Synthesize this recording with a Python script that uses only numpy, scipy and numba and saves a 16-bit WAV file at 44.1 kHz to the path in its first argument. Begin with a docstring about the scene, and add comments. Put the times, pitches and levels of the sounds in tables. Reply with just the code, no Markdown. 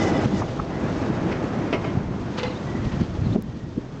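"""A trolleybus rolls past close by with tyre roar, hiss and gear drone, while wind buffets the microphone
and the gain control ducks after each strong blow. Sliding pole shoes make the wires sing thinly, bright
hiss swells as the bus comes alongside, and its body knocks twice. The shoes clack over wire joints,
then, as the bus recedes, clash and scrape through an overhead switch, setting its frame ringing.
A small bird chirps, the wind rises again, and one tiny tick sounds near the end."""
import sys
import numpy as np
from scipy import signal
from scipy.fft import rfft, irfft
from scipy.io import wavfile
from scipy.ndimage import uniform_filter1d
from numba import njit

SR = 44100
rng = np.random.default_rng(int(sys.argv[2]) if len(sys.argv) > 2 else 0)


def put_to_file(sound):
    """Save the sound as 16-bit audio at rate SR, in the file named by the first command-line argument."""
    columns = np.atleast_2d(sound).T  # one column per channel
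    safe = np.clip(columns, -1, 1)
    whole_steps = np.round(safe * 32767)
    wavfile.write(sys.argv[1], SR, whole_steps.astype(np.int16))


N = 176400
T = np.arange(N) / SR
BIN_HZ = np.fft.rfftfreq(N, 1 / SR)


def amp(db):
    """Amplitude ratio: tenfold for every 20 dB."""
    return 10 ** (np.asarray(db) / 20)


def unit(x):
    """Normalisation to rms 1."""
    return x / np.sqrt(np.mean(x ** 2))


def curve(rows, column=1):
    """Linear interpolation of a table column over time."""
    rows = np.array(rows)
    return np.interp(T, rows[:, 0], rows[:, column])


def swell(middle_s, width_s):
    """Gaussian envelope with standard deviation width_s."""
    return np.exp(-.5 * ((T - middle_s) / width_s) ** 2)


def noise(spectrum, tilt_db_per_octave=0):
    """Spectral shaping: white noise takes on a given colour, at rms 1."""
    hz, db = np.array(spectrum).T
    octave = np.log2(np.maximum(BIN_HZ, 1))
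    shape_db = np.interp(octave, np.log2(hz), db + tilt_db_per_octave * np.log2(hz))
    return unit(irfft(rfft(rng.standard_normal(N)) * amp(shape_db), N))


def wander(cutoff_hz):
    """Low-passed noise: a smooth random fluctuation of rms 1."""
    return unit(irfft(rfft(rng.standard_normal(N)) / (1 + (BIN_HZ / cutoff_hz) ** 4), N))


def wavering(phase, width_hz):
    """Random modulation of amplitude and phase spreads a tone into a narrow band."""
    return wander(width_hz) * np.cos(phase) + wander(width_hz) * np.sin(phase)


# the passing tyres: time_s, roar_db, hiss_db
TYRE_LEVELS = [(0, -21.5, -40), (.12, -22, -44.5), (.3, -22, -40.5), (.40, -19.5, -44), (.46, -25.5, -44),
               (.68, -27, -49), (.87, -24, -47), (1.15, -25.5, -48), (1.5, -25.5, -50), (1.85, -25, -50.5),
               (2.1, -31, -54.5), (2.35, -30, -49.5), (2.6, -30, -50.5), (2.98, -30, -49.5),
               (3.25, -30.5, -51), (3.55, -34, -51), (4, -36, -55)]
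# tyre spectra: frequency_hz, density_db
ROAR_SPECTRUM = [(30, -33.5), (90, 0), (190, 1), (340, -0.5), (470, -7), (800, -11.5), (1200, -15.5),
                 (1700, -20), (2600, -27.5), (8000, -76)]
HISS_SPECTRUM = [(400, -15), (1500, -9.5), (3200, 5), (4300, 1.2), (6300, -1.9), (7300, -7), (8200, -17),
                 (9000, -41.5)]
def tyres():
    """Rolling noise: a low roar and a high hiss flicker and fade with distance."""
    roar = noise(ROAR_SPECTRUM) * amp(curve(TYRE_LEVELS, column=1) + 0.78 * wander(12))
    hiss = noise(HISS_SPECTRUM) * amp(curve(TYRE_LEVELS, column=2) + wander(36))
    return roar + hiss


# drone of the axle gears: pitch_hz, initial_level_db
GEAR_TONES = [(345, -32.5), (515, -31.5), (660, -32.5), (810, -34)]
def gears(fade_db_per_s=15.5):
    """Meshing gears radiate narrow bands of sound that fade as the axles move away."""
    return sum(amp(db - fade_db_per_s * T) * wavering(2 * np.pi * hz * T, width_hz=53)
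               for hz, db in GEAR_TONES)


# wind rumble: frequency_hz, density_db
WIND_SPECTRUM = [(15, -19), (30, -10), (50, -3.5), (110, 0.5), (200, -2), (320, -10), (600, -27.5),
                 (1300, -43.5), (8000, -85)]
# wind strength: time_s, level_db
WIND_LEVELS = [(0, -36.5), (.3, -24), (.7, -32), (1.3, -33.5), (1.7, -36.5), (2.0, -26.5), (2.3, -36.5),
               (2.65, -35), (2.8, -27.5), (3.25, -25.5), (3.5, -26), (4, -33.5)]
def wind(flutter_db=2):
    """Turbulent pressure on the microphone is heard as a fluttering rumble."""
    return noise(WIND_SPECTRUM) * amp(curve(WIND_LEVELS) + flutter_db * wander(25))


# spells of wire singing: middle_s, width_s, pitch_hz, level_db
WIRE_SPELLS = [(.02, 0.018, 2015, -35), (.078, 0.016, 1990, -37.5), (.17, 0.027, 1988, -37),
               (.365, 0.029, 1960, -36.5), (.76, 0.045, 1990, -45), (2.73, 0.069, 1956, -47),
               (2.92, .07, 1897, -53), (3.57, 0.081, 1884, -51.5)]
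# inharmonic overtones: frequency_ratio, initial_relative_db
WIRE_OVERTONES = [(1.489, -9), (1.759, -10.5), (2.566, -9)]
def wires(width_hz=68, dulling_db_per_s=12):
    """Sliding friction makes the wires sing in rough spells that sink and dull as the bus leaves."""
    phase = 2 * np.pi * np.cumsum(curve(WIRE_SPELLS, column=2)) / SR
    overtones = sum(amp(db - dulling_db_per_s * T) * wavering(ratio * phase, width_hz)
                    for ratio, db in WIRE_OVERTONES)
    envelope = sum(amp(db) * swell(middle, width) for middle, width, _, db in WIRE_SPELLS)
    return envelope * (wavering(phase, width_hz) + overtones)


# swells of hiss: middle_s, width_s, level_db
SWISH_SWELLS = [(0.029, 0.012, -39), (.08, 0.028, -43), (0.392, 0.02, -39)]
# their spectrum: frequency_hz, density_db
SWISH_SPECTRUM = [(3000, -12), (5200, -0.5), (6700, -2.5), (8000, -15.5), (9000, -34)]
def swishes():
    """Amplitude-modulated noise: bright hiss swells briefly as the bus comes alongside."""
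    envelope = sum(amp(db) * swell(middle, width) for middle, width, db in SWISH_SWELLS)
    return envelope * noise(SWISH_SPECTRUM)


def thumps(pulses, roughness, spread, band_ratios):
    """Wave packets: each brief swing of pressure lies inside a longer puff of band-limited noise."""
    out = np.zeros(N)
    for middle, db, hz, width in pulses:
        near = np.abs(T - middle) < .06
        offset = T[near] - middle
        band = signal.butter(4, hz * np.array(band_ratios), "band", fs=SR, output="sos")
        puff = unit(signal.sosfilt(band, rng.standard_normal(N // 20))[-len(offset):])
        puff *= swell(middle, width * spread)[near]
        swing = np.sin(2 * np.pi * hz * offset) * swell(middle, width)[near]
        out[near] += amp(db) * (swing + roughness * puff)
    return out


# single blows of wind: middle_s, level_db, pitch_hz, width_s
WIND_BLOWS = [(.2605, -6.5, 145, 0.0028), (.341, -10, 202, 0.0092), (1.104, -11.5, 229, 0.0019),
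              (1.2662, -9, 194, 0.0029), (1.977, -10, 122, 0.0061), (2.752, -13, 184, 0.0014),
              (2.977, -13, 153, 0.0034), (3.018, -8, 174, 0.0021), (3.1935, -14.5, 100, 0.0061),
              (3.224, -13.5, 133, 0.0033), (3.270, -8.5, 128, 0.0026), (3.361, -9, 204, 0.0042),
              (3.364, -11, 390, 0.003), (3.388, -7, 234, 0.0026), (3.780, -10.5, 236, 0.0032)]
def buffets():
    """Turbulence strikes the microphone in hard, low pressure pulses."""
    return thumps(WIND_BLOWS, roughness=.22, spread=3.1, band_ratios=(.7, 1.8))


# knocks of the bus body: middle_s, level_db, pitch_hz, width_s
BODY_KNOCKS = [(.4205, -16, 950, .0024), (.599, -18.5, 1130, .002)]
def knocks():
    """Transient vibration: the body knocks hollowly, each pulse lasting only a few cycles."""
    return thumps(BODY_KNOCKS, roughness=.55, spread=2, band_ratios=(.66, 1.35))


def ring(modes, age, t60_at_1khz_s=0.19):
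    """Modal decay: each mode of struck metal dies exponentially, the high ones first."""
    return sum(amp(db - 60 * age / t60_at_1khz_s * (hz / 1000) ** 0.8) * np.sin(2 * np.pi * hz * age)
               for hz, db in modes)


def shoe_contacts(hits, spectrum, modes, ring_db, chatter_db=2.5):
    """Forced vibration: a chattering shoe scrapes over a fitting and excites its modes."""
    scrape, force = np.zeros(N), np.zeros(N)
    chatter = unit(amp(chatter_db * wander(400)))
    for start, db, rise, decay, tilt in hits:
        age = T - start
        envelope = np.clip(age / rise, 0, 1) * np.exp(-np.maximum(age - rise, 0) / decay)
        push = amp(db) * envelope * chatter
        scrape += push * noise(spectrum, tilt)
        force += push
    response = ring(modes, T[:SR])
    response /= np.sqrt(np.sum(response ** 2))
    ringing = signal.fftconvolve(force * rng.standard_normal(N), response)[:N]
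    return scrape + amp(ring_db) * ringing


# shoes meeting joints: start_s, level_db, rise_s, decay_s, tilt_db_per_octave
JOINT_CONTACTS = [(.474, -30.5, 0.0094, 0.021, 2), (1.310, -27, 0.01, 0.025, 1.5),
                  (1.726, -14.5, 0.0028, 0.022, 0), (1.841, -25, 0.0041, 0.032, 0)]
# contact noise: frequency_hz, density_db
JOINT_SPECTRUM = [(100, -29), (350, 19), (620, 12), (850, -8.5), (1200, 3), (1650, -4.5), (2200, 2.5),
                  (3100, -6), (3600, -15.5), (5300, -14.5), (9000, -46)]
# modes of the fittings: pitch_hz, relative_db
JOINT_RESONANCES = [(675, 4.5), (980, -3), (1110, -7), (2135, -4.5), (2580, -10), (2880, -7), (3085, -4)]
def joints():
    """Impact excitation: the shoes clack over wire joints, which ring briefly."""
    return shoe_contacts(JOINT_CONTACTS, JOINT_SPECTRUM, JOINT_RESONANCES, ring_db=-7)


# shoes crossing the switch: start_s, level_db, rise_s, decay_s, tilt_db_per_octave
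SWITCH_CONTACTS = [(2.370, -27.5, 0.019, 0.02, 1), (2.431, -26, 0.002, 0.0098, 0.2),
                   (2.445, -33, 0.0036, 0.08, -4), (2.842, -41, 0.0052, .015, 5.5),
                   (2.915, -35, 0.00554, 0.017, -2), (2.995, -41.5, 0.0082, 0.087, 3.5)]
# contact noise: frequency_hz, density_db
SWITCH_SPECTRUM = [(100, -5), (450, -4.5), (1000, 7), (1500, 2.5), (2900, 4), (3400, -3), (4600, -4),
                   (5400, -10.5), (6800, -17), (9000, -42)]
# modes of the frame: pitch_hz, relative_db
FRAME_RESONANCES = [(501, 6), (856, -5), (985, -12), (2060, -8), (2990, -7), (3510, -8), (3994, -9.5),
                    (4560, -9)]
# hard blows on the frame: start_s, level_db
FRAME_BLOWS = [(2.383, -35), (2.432, -28)]
def switch():
    """Friction and impact: both shoes scrape through, and each strikes the frame into free vibration."""
    clang = sum(amp(db) * ring(FRAME_RESONANCES, np.maximum(T - start, 0)) for start, db in FRAME_BLOWS)
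    return clang + shoe_contacts(SWITCH_CONTACTS, SWITCH_SPECTRUM, FRAME_RESONANCES, ring_db=-1)


# chirps: start_s, length_s, first_hz, middle_hz, last_hz, level_db
BIRD_CHIRPS = [(2.461, 0.023, 3900, 4100, 4100, -39), (2.497, 0.029, 4550, 3960, 3650, -44),
               (2.551, 0.038, 3400, 3700, 3930, -43), (3.236, .05, 4490, 4100, 3550, -46.5),
               (3.319, 0.022, 3450, 3730, 4180, -41.5)]
def bird(jitter_hz=110):
    """Frequency modulation: whistles glide through three pitches, made slightly hoarse by jitter."""
    out = np.zeros(N)
    jitter = jitter_hz * wander(350)
    for start, length, first, middle, last, db in BIRD_CHIRPS:
        on = (T >= start) & (T < start + length)
        progress = (T[on] - start) / length
        parabola = np.polyfit([0, .5, 1], [first, middle, last], 2)
        hz = np.polyval(parabola, progress) + jitter[on]
        out[on] += amp(db) * np.sin(np.pi * progress) * np.sin(2 * np.pi * np.cumsum(hz) / SR)
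    return out


def tick(start_s=3.4235):
    """An impulse has a flat spectrum and is heard as one tiny, sharp tick."""
    return amp(-24) * np.diff(1. * (T > start_s), prepend=0)


def scene():
    """Superposition: the pressures of all sources add at one microphone."""
    overhead = joints() + switch()
    bus = knocks() + tyres() + gears() + swishes()
    return (overhead + bus + wires() + wind() + buffets() + bird())[None]


@njit
def follow_peaks(x, ceiling, attack, release):
    """Envelope detection: the level jumps up with a peak and sinks slowly back to the ceiling."""
    out, level = np.empty(len(x)), ceiling
    for i in range(len(x)):
        level = max(level * release, ceiling)
        if abs(x[i]) > level:
            level += (abs(x[i]) - level) * attack
        out[i] = level
    return out


def gain_control(x, ceiling_db=-10.8, attack_s=0.00052, release_db_per_s=8.5):
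    """Limiting: the gain drops on peaks above the ceiling and recovers slowly."""
    ceiling = float(amp(ceiling_db))
    attack = 1 - np.exp(-1 / (attack_s * SR))
    release = float(amp(-release_db_per_s / SR))
    peak = follow_peaks(x[0], ceiling, attack, release)
    return x * uniform_filter1d(ceiling / peak, size=130)


def low_pass(x, cutoff_hz):
    """An elliptic filter cuts steeply above its cutoff."""
    return signal.sosfilt(signal.ellip(8, .2, 70, cutoff_hz, fs=SR, output="sos"), x)


def record(dry, overload_db=-6):
    """Soft saturation rounds the limiter's overshoots; the top is cut, then a brighter tick is added."""
    limited = gain_control(dry)
    rounded = limited / (1 + (limited / amp(overload_db)) ** 6) ** (1 / 6)
    return low_pass(low_pass(rounded, 8600) + tick(), 16000)


dry = scene()
out = record(dry)
put_to_file(out)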